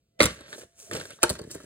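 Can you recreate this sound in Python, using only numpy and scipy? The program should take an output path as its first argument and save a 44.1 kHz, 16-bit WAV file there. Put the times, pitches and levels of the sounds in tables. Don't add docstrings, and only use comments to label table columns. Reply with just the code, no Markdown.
import sys
import numpy as np
from scipy import signal
from scipy.fft import rfft, irfft, next_fast_len
from scipy.io import wavfile

SR = 44100
rng = np.random.default_rng(int(sys.argv[2]) if len(sys.argv) > 2 else 0)


def dump(signal):
    limited = np.clip(np.atleast_2d(signal).T, -1, 1)
    pcm = np.round(limited * 32767).astype(np.int16)
    wavfile.write(sys.argv[1], SR, pcm)


N = 72765

# freq_hz, level_db
FLOOR_TONE = [(25, -13), (65, -3.5), (140, -5.5), (260, -15.5), (500, -17.5), (900, -33.5), (4000, -29.5),
              (16000, -41)]
# freq_hz, t60_s
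ROOM_DECAY = [(100, 0.35), (500, 0.18), (2000, 0.29), (8000, 0.2), (16000, 0.039)]
# freq_hz, side_over_mid_db
TAIL_WIDTH = [(60, -18), (350, -19), (1000, -1), (8000, -1)]
# freq_hz, left_lead_rad, left_minus_right_db
# In all three port tables the differences are scaled down below BASS_ALIKE_HZ.
HELD_ARRIVAL = [(200, 1, 1.5), (520, 0, -0.5), (633, -1.7, -5), (739, -4, -7), (1030, -5.5, 0.5),
                (1310, -5.5, 1), (1635, -3.5, -4), (2008, -1.5, -5.5), (2700, -2.5, 1), (3016, -3, 4.5),
                (3440, -6, -.5), (3940, -5.5, 0.5), (4940, -4, 2), (5810, -2.5, 0), (7950, -1, -1),
                (9340, 0.86, -1), (11030, 2.5, 5), (13800, 5, -2.5)]
# freq_hz, left_lead_rad, left_minus_right_db
OPEN_ARRIVAL = [(200, 1, 0), (510, 0.44, -1), (678, -1.7, -7), (677, -4, -6), (1000, -4.5, 1),
                (1510, -5.5, 1.5), (1980, -3, -7), (2360, -1.15, 2), (2660, -1.67, 1), (3340, -2, 0),
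                (4300, -1.5, -0.5), (5600, -3, -1), (6420, -2, 1.5), (8100, -0.46, 0), (9290, 0.53, -1),
                (10830, 2.5, 0.5), (13800, 5.5, -1)]
# freq_hz, left_lead_rad, left_minus_right_db
BED_ARRIVAL = [(200, 1, -2), (450, -1.3, 1), (652, -0.4, -6), (692, -3, -5.5), (1230, -6, 0.5),
               (1530, -6, 2), (2190, -8, -0.5), (2550, -8, 2), (3220, -8.5, -6), (3850, -11, 6),
               (4340, -8, 2.5), (5100, -9, -3), (6660, -8.5, 2.5), (7900, -7, 0), (9760, -5, -1.5),
               (11200, -4, 6), (12000, -4.5, -6), (15100, 1, 4)]
# start_s, level_db
THUMP_EVENTS = [(0.21, -19), (.243, -12.5), (0.264, -28.5), (.306, -35.5), (0.376, -50), (0.409, -44),
                (0.638, -45), (0.917, -42), (0.942, -35.5), (1.247, -30.5), (1.303, -20.5), (1.362, -42.5),
                (1.493, -45), (1.552, -39)]
# pitch_hz, level_db, t60_s
THUMP_RESONANCES = [(69.3, -1, 0.11), (97.3, 0, 0.074), (191.3, -1.5, 0.086), (232, -6.5, 0.087)]
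# time_s, level_db
JOSTLE_STROKES = [
    [(0.33, -67), (0.342, -57.5), (0.598, -72), (0.65, -57.5), (0.712, -105), (0.886, -61.5), (0.928, -36),
     (1.192, -68), (1.21, -86)],
    [(1.34, -46), (1.414, -44), (1.46, -52), (1.514, -45), (1.53, -54), (1.558, -40), (1.58, -55),
     (1.65, -52.5)],
]
# freq_hz, level_db
JOSTLE_TONE = [(20, -25.5), (60, -6.5), (110, -2.5), (220, -8), (400, -4), (700, -22.5), (2000, -63.5)]
# time_s, level_db
BRUSH_STROKES = [
    [(0.3, -46), (0.456, -66), (0.496, -50), (0.62, -49), (0.662, -65), (0.74, -71.5), (0.798, -45.5),
     (0.894, -50.5), (0.942, -44), (1.206, -56.5), (1.21, -57)],
    [(1.33, -44), (1.384, -59), (1.392, -38.5), (1.406, -70), (1.418, -60), (1.426, -62), (1.496, -60),
     (1.514, -37), (1.578, -54.5), (1.632, -54.5), (1.65, -52)],
]
# freq_hz, level_db
BRUSH_TONE = [(300, -9), (1500, -10.5), (3500, -9.5), (4500, -9.5), (5600, 0.5), (7000, 0), (8800, -2),
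              (10500, -3), (12300, -15), (14500, -12.5), (16000, -19)]
# time_s, level_db
SCRAPE_STROKES = [
    [(0.3, -38), (0.352, -54), (0.514, -52.5), (0.54, -46.5), (0.568, -61.5), (0.618, -49.5), (0.676, -80),
     (0.908, -61), (0.925, -44), (0.948, -39.5), (1.088, -56.5), (1.108, -46.5), (1.156, -66), (1.21, -58)],
    [(1.3, -41.5), (1.345, -62), (1.356, -41.5), (1.38, -66), (1.394, -45), (1.412, -69), (1.446, -53.5),
     (1.454, -66), (1.488, -62.5), (1.504, -48.5), (1.536, -72), (1.548, -55), (1.562, -54.5),
     (1.65, -57.5)],
]
# freq_hz, level_db
SCRAPE_TONE = [(40, -17.5), (100, -8), (220, -5), (380, -4), (600, 2), (790, -9), (1200, -9.5),
               (1800, -0.5), (2400, -10.5), (3300, -7.5), (4400, -9), (5500, -14), (10000, -32),
               (16000, -40.5)]
# start_s, length_s, start_pitch_hz, end_pitch_hz, level_db
SQUEAK_EVENTS = [(0.819, 0.033, 496, 380, -55.5), (0.869, .016, 703, 545, -51),
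                 (1.109, 0.046, 2150, 4200, -51)]
# start_s, length_s, level_db
CLICK_RUNS = [(0.191, 0.01, -41.5), (0.928, 0.012, -37.5), (.963, 0.0083, -37), (0.981, .012, -49),
              (1.002, .014, -46), (1.219, 0.016, -37)]
# freq_hz, level_db
CLICK_TONE = [(300, -16.5), (1000, -9), (1800, 1.5), (2600, 0.5), (4200, -4), (5400, 2), (8500, -12),
              (12000, -20.5), (16000, -27.5)]
# start_s, shell_db, clack_db, tick_db, shell_speed_ratio, ping_db, ping_hz
KNOCK_EVENTS = [(.4075, -46.5, -43.5, -49, 0.88, -46, 305), (.528, -50, -37, -48, 1.25, -30, 1758),
                (.535, -59, -52, -50, 1.6, -39.5, 3870), (.547, -47, -44, -64, 1.1, -41, 4090),
                (.559, -62, -60, -60, 0.74, -38.5, 378), (.581, -49, -53, -44, 1.1, -36, 523),
                (.589, -49, -56, -43, 1.28, -38, 386), (.623, -47.5, -60, -51, 1, -49, 364.4),
                (.634, -48, -51.5, -54, 1.1, -42, 485), (.912, -31, -36.5, -37, 1.2, -26, 1800),
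                (.9225, -29.5, -56, -57, 1, -40, 2750), (.934, -35, -42, -33, .8, -35, 3150),
                (.9405, -33.5, -52, -47, .75, -37, 1750), (.9505, -22, -36, -31.5, 1.3, -35, 2040),
                (.957, -38, -39, -38, 1, -33, 1630), (.971, -28.5, -48, -34.5, 1.1, -37, 1720),
                (.9985, -48, -35.5, -38.5, 0.79, -38, 4120), (1.013, -35, -52, -42, 1.4, -33, 1630),
                (1.054, -38.5, -44, -41, 1.11, -40, 1640), (1.105, -51, -63, -43, 0.87, -43, 1300),
                (1.1885, -64, -48, -54, 1.3, -48, 1270), (1.2305, -17, -23, -12, 2.2, -15.5, 2500),
                (1.2345, -9.5, -15.5, -17.5, 1, -11.5, 1330), (1.2405, -40, -26, -34, 1.3, -19, 1523),
                (1.2435, -28, -32, -46, 1, -19.5, 920), (1.2938, -34, -32.5, -25, 0.96, -20.5, 4480),
                (1.2987, -49, -28, -21, 1.1, -25.5, 4260), (1.305, -21.5, -33, -27, 1.1, -21, 594),
                (1.353, -40, -41.5, -45, 0.86, -38, 1610), (1.390, -40, -45, -47, 0.955, -33.5, 4570),
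                (1.394, -30.5, -58, -59, 1.2, -51, 1670), (1.416, -38.5, -54, -45.5, 1, -40.5, 4450),
                (1.439, -43.5, -51, -52, 1.214, -49, 4500), (1.513, -52, -55, -34, 0.77, -38, 4570),
                (1.548, -35.5, -51, -35, 1.05, -48, 1650), (1.554, -34, -56, -62, .85, -32, 407),
                (1.602, -39, -64, -52, 0.81, -41, 1330)]
# pitch_hz, level_db, t60_s
BED_SHELL = [(360.7, 4.5, 0.068), (399.5, 0, 0.05), (466.2, 0.5, 0.081), (615.3, -7, 0.093),
             (914, -1, 0.045), (1098, -0.5, 0.026), (1255, -4, 0.028), (1515, -3.5, .025),
             (1805, -15, 0.038), (2530, -19, .07), (3915, -12, .04)]
# freq_hz, level_db
KNOCK_TONE = [(100, -4), (250, -12), (450, 2), (750, -1), (1100, 0.5), (1600, 2), (2250, -11), (3400, -1.5),
              (4400, -4.5), (5300, -16.5), (9000, -13), (16000, -55)]
# start_s, shell_db, clack_db, tick_db, shell_speed_ratio, ping_db, ping_hz
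CATCH_EVENTS = [(.2038, -8.5, -6, -27, 1.005, -16, 4103), (.2125, -16, -10, -24, 1.04, -19, 1413),
                (.2222, -20, -16, -18, 0.94, -33, 3630), (.2298, -32, -13.5, -16, 1.18, -21, 3790),
                (.2384, -29, -16, -16.5, 0.87, -27.5, 2470), (.2432, -33.5, -20, -32, 0.85, -24.5, 3850),
                (.2555, -26.5, -17.5, -13.5, 1.02, -27.5, 4480),
                (.2628, -33.5, -20, -28.5, 1.06, -36.5, 2480)]
# pitch_hz, level_db, t60_s
HELD_SHELL = [(244, -1, 0.11), (314.5, 2.5, 0.13), (519, -4, 0.05), (543.5, 2, 0.11), (582.2, -3, 0.11),
              (1150, -10, 0.22), (1336, 1.5, 0.044), (1396, -4.5, .05), (1600, -13.5, .09),
              (2053, 0.5, .09), (2156, -12, .12), (3810, -9, .1), (4040, -13, .09), (4380, -12, .06)]
# freq_hz, level_db
CATCH_TONE = [(100, -17), (500, 2), (800, -9), (1300, -1), (1650, -3.5), (2050, -3), (2900, -7), (3400, -8),
              (3850, -5.5), (4500, -9), (5400, -12), (9000, -30), (16000, -41.5)]
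# freq_hz, level_db
TICK_TONE = [(1000, -33), (3500, -11.5), (4400, -6.5), (5300, -1.5), (7000, -4), (8600, 1), (10700, -4),
             (12300, -11), (14500, -12), (16000, -21.5)]
# ratio_to_ping, level_db, t60_s
EDGE_RESONANCES = [(.94, -5, .016), (1, 1, 0.032), (1.07, -7, .016)]

FLOOR_DB, ROOM_DB = -73.5, -17.5
SCRAPE_TRIM_DB, BRUSH_TRIM_DB, JOSTLE_TRIM_DB = 1, -3, -0.5
HANDLING_START_S, HANDLING_RISE_S = 0.1924, 0.0025
SQUEAK_WAVER = 0.015
CLICKS_PER_S, CLICK_SPREAD_DB = 650, 4.5
SHELL_LOW_HZ = 180
CONTACT_S = 0.00032
SCATTER_DB = 1.2
LAID_DOWN_S, LAYING_S = 1.17, 0.05
BASS_ALIKE_HZ = 400
LOW_CUT_HZ, TOP_HZ = 47, 16000


def amp(db):
    return 10 ** (np.asarray(db) / 20)


def unit(x):
    return x / np.sqrt(np.mean(x ** 2) + 1e-20)


def along(points, hz):
    point_hz, value = np.transpose(points)
    return np.interp(np.log(hz + 1), np.log(point_hz + 1), value)


def filtered(x, response):
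    size = next_fast_len(N + SR // 2)
    spectrum = rfft(x, size) * response(np.fft.rfftfreq(size, 1 / SR))
    return irfft(spectrum, size)[..., :N]


def coloured(x, colour, size=2048):
    cepstrum = irfft(np.log(amp(along(colour, np.fft.rfftfreq(size, 1 / SR)))))
    cepstrum[1:size // 2] *= 2
    cepstrum[size // 2 + 1:] = 0
    impulse = irfft(np.exp(rfft(cepstrum)))
    return signal.fftconvolve(x, impulse / np.linalg.norm(impulse))[:N]


def high_passed(x, cut_hz):
    return signal.sosfilt(signal.butter(2, cut_hz, 'high', fs=SR, output='sos'), x)


def add(track, start_s, sound):
    part = track[max(round(start_s * SR), 0):][:len(sound)]
    part += sound[:len(part)]


def ring(modes, t, attack_s, detune):
    hz, db, t60 = np.transpose(modes)[:, :, None]
    level, pitch = rng.standard_normal((2, len(modes), 1))
    envelope = amp(db + SCATTER_DB * level - 60 * t / t60)
    waves = envelope * np.sin(2 * np.pi * hz * (1 + detune * pitch) * t)
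    attack = 1 - np.exp(-(t / attack_s) ** 2)
    return waves.sum(0) * attack / np.linalg.norm(amp(db))


def burst(t, t60, tail_db, tail_t60):
    decay = amp(-60 * t / t60) + amp(tail_db - 60 * t / tail_t60)
    attack = 1 - np.exp(-t / CONTACT_S)
    return rng.standard_normal(len(t)) * decay * attack


def placed(x, ports):
    ports = np.array(ports)

    def response(hz):
        half = np.array([[.5], [-.5]]) * np.minimum(hz / BASS_ALIKE_HZ, 1) ** 2
        phase = half * along(ports[:, :2], hz)
        level_db = half * along(ports[:, ::2], hz)
        return np.exp(1j * phase) * amp(level_db)

    return filtered(x, response)


def quiet_room_floor():
    return amp(FLOOR_DB) * unit(coloured(rng.standard_normal(N), FLOOR_TONE))


def room(x):
    hz, t, noise = signal.stft(rng.standard_normal((2, SR // 2)), SR, nperseg=256)
    decay = amp(-60 * t / along(ROOM_DECAY, hz)[:, None])
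    tail = signal.istft(noise * decay, SR, nperseg=256)[1]
    tail /= np.linalg.norm(tail[0])
    mid, side = signal.fftconvolve(x[None], tail, axes=1)[:, :N]
    side = filtered(side, lambda hz: amp(along(TAIL_WIDTH, hz)))
    return amp(ROOM_DB) * np.array([mid + side, mid - side])


def thumps():
    out, t = np.zeros(N), np.arange(SR // 4) / SR
    for start_s, level_db in THUMP_EVENTS:
        add(out, start_s, amp(level_db) * ring(THUMP_RESONANCES, t, attack_s=0.0035, detune=0.04))
    return out


def friction(strokes, colour, slips_per_s, spread_db, smooth_db):
    t = np.arange(N) / SR
    slip_here = rng.random(N) < slips_per_s / SR
    slip_db = spread_db * np.clip(rng.standard_normal(N), -2, 2)
    slips = slip_here * rng.choice([-1, 1], N) * amp(slip_db)
    hiss = amp(smooth_db) * rng.standard_normal(N)
    rub = unit(coloured(unit(slips) + hiss, colour))
    level = amp(np.interp(t, *np.vstack(strokes).T))
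    fade_in = np.clip((t - HANDLING_START_S) / HANDLING_RISE_S, 0, 1)
    return rub * level * fade_in


def handling():
    scrape = friction(SCRAPE_STROKES, SCRAPE_TONE, slips_per_s=1400, spread_db=8.0, smooth_db=-1.5)
    brush = friction(BRUSH_STROKES, BRUSH_TONE, slips_per_s=810, spread_db=10.5, smooth_db=4)
    jostle = friction(JOSTLE_STROKES, JOSTLE_TONE, slips_per_s=130, spread_db=11.5, smooth_db=-5)
    return amp(SCRAPE_TRIM_DB) * scrape + amp(BRUSH_TRIM_DB) * brush + amp(JOSTLE_TRIM_DB) * jostle


def squeaks():
    out = np.zeros(N)
    for start_s, length_s, start_hz, end_hz, level_db in SQUEAK_EVENTS:
        progress = np.linspace(0, 1, int(length_s * SR))
        waver = np.interp(progress, np.linspace(0, 1, num=10), rng.standard_normal(10))
        hz = start_hz * (end_hz / start_hz) ** progress * (1 + SQUEAK_WAVER * waver)
        tone = np.sin(2 * np.pi * np.cumsum(hz) / SR)
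        add(out, start_s, amp(level_db) * np.sin(np.pi * progress) * tone)
    return out


def click_runs():
    out = np.zeros(N)
    for start_s, length_s, level_db in CLICK_RUNS:
        gap, size = rng.standard_normal((2, 40))
        at_s = np.cumsum(np.exp(.4 * gap)) / CLICKS_PER_S
        strength = np.sqrt(at_s) * amp(CLICK_SPREAD_DB * size)
        keep = at_s < length_s
        position = (at_s[keep] * SR).astype(int)
        clicks = np.bincount(position, strength[keep], int(length_s * SR) + 1)
        add(out, start_s, amp(level_db) * unit(clicks))
    return coloured(out, CLICK_TONE)


def blows(events, modes, colour, clack_t60, tail_db, tail_t60, tick_t60, attack_s, ping_attack_s):
    shell, clack, tick = np.zeros((3, N))
    t = np.arange(SR // 4) / SR
    for start_s, shell_db, clack_db, tick_db, speed, ping_db, ping_hz in events:
        edge = np.multiply(EDGE_RESONANCES, [ping_hz, 1, 1])
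        add(shell, start_s, amp(shell_db) * ring(modes, speed * t, attack_s, detune=0.0061))
        add(shell, start_s, amp(ping_db) * ring(edge, t, ping_attack_s, detune=.008))
        add(clack, start_s, amp(clack_db) * burst(t, clack_t60, tail_db, tail_t60))
        add(tick, start_s, amp(tick_db) * burst(t, tick_t60, tail_db=-19, tail_t60=0.076))
    return high_passed(shell, SHELL_LOW_HZ) + coloured(clack, colour) + coloured(tick, TICK_TONE)


def knocks():
    return blows(KNOCK_EVENTS, BED_SHELL, KNOCK_TONE, clack_t60=0.039, tail_db=-22, tail_t60=0.074,
                 tick_t60=0.022, attack_s=0.001, ping_attack_s=0.00049)


def catches():
    return blows(CATCH_EVENTS, HELD_SHELL, CATCH_TONE, clack_t60=0.016, tail_db=-15.5, tail_t60=0.058,
                 tick_t60=0.019, attack_s=0.00079, ping_attack_s=0.00094)


def scene():
    floor = quiet_room_floor()
    case = thumps() + handling() + squeaks() + click_runs() + knocks()
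    snap = catches()
    laid = np.clip((np.arange(N) / SR - LAID_DOWN_S) / LAYING_S, 0, 1)
    in_hands = placed(case * (1 - laid) + floor, OPEN_ARRIVAL)
    on_bed = placed(case * laid, BED_ARRIVAL)
    return placed(snap, HELD_ARRIVAL) + in_hands + on_bed + room(snap + case)


def record(dry):
    thin = high_passed(dry, LOW_CUT_HZ)
    return filtered(thin, lambda hz: 1 / np.sqrt(1 + (hz / TOP_HZ) ** 160))


dry = scene()
out = record(dry)
dump(out)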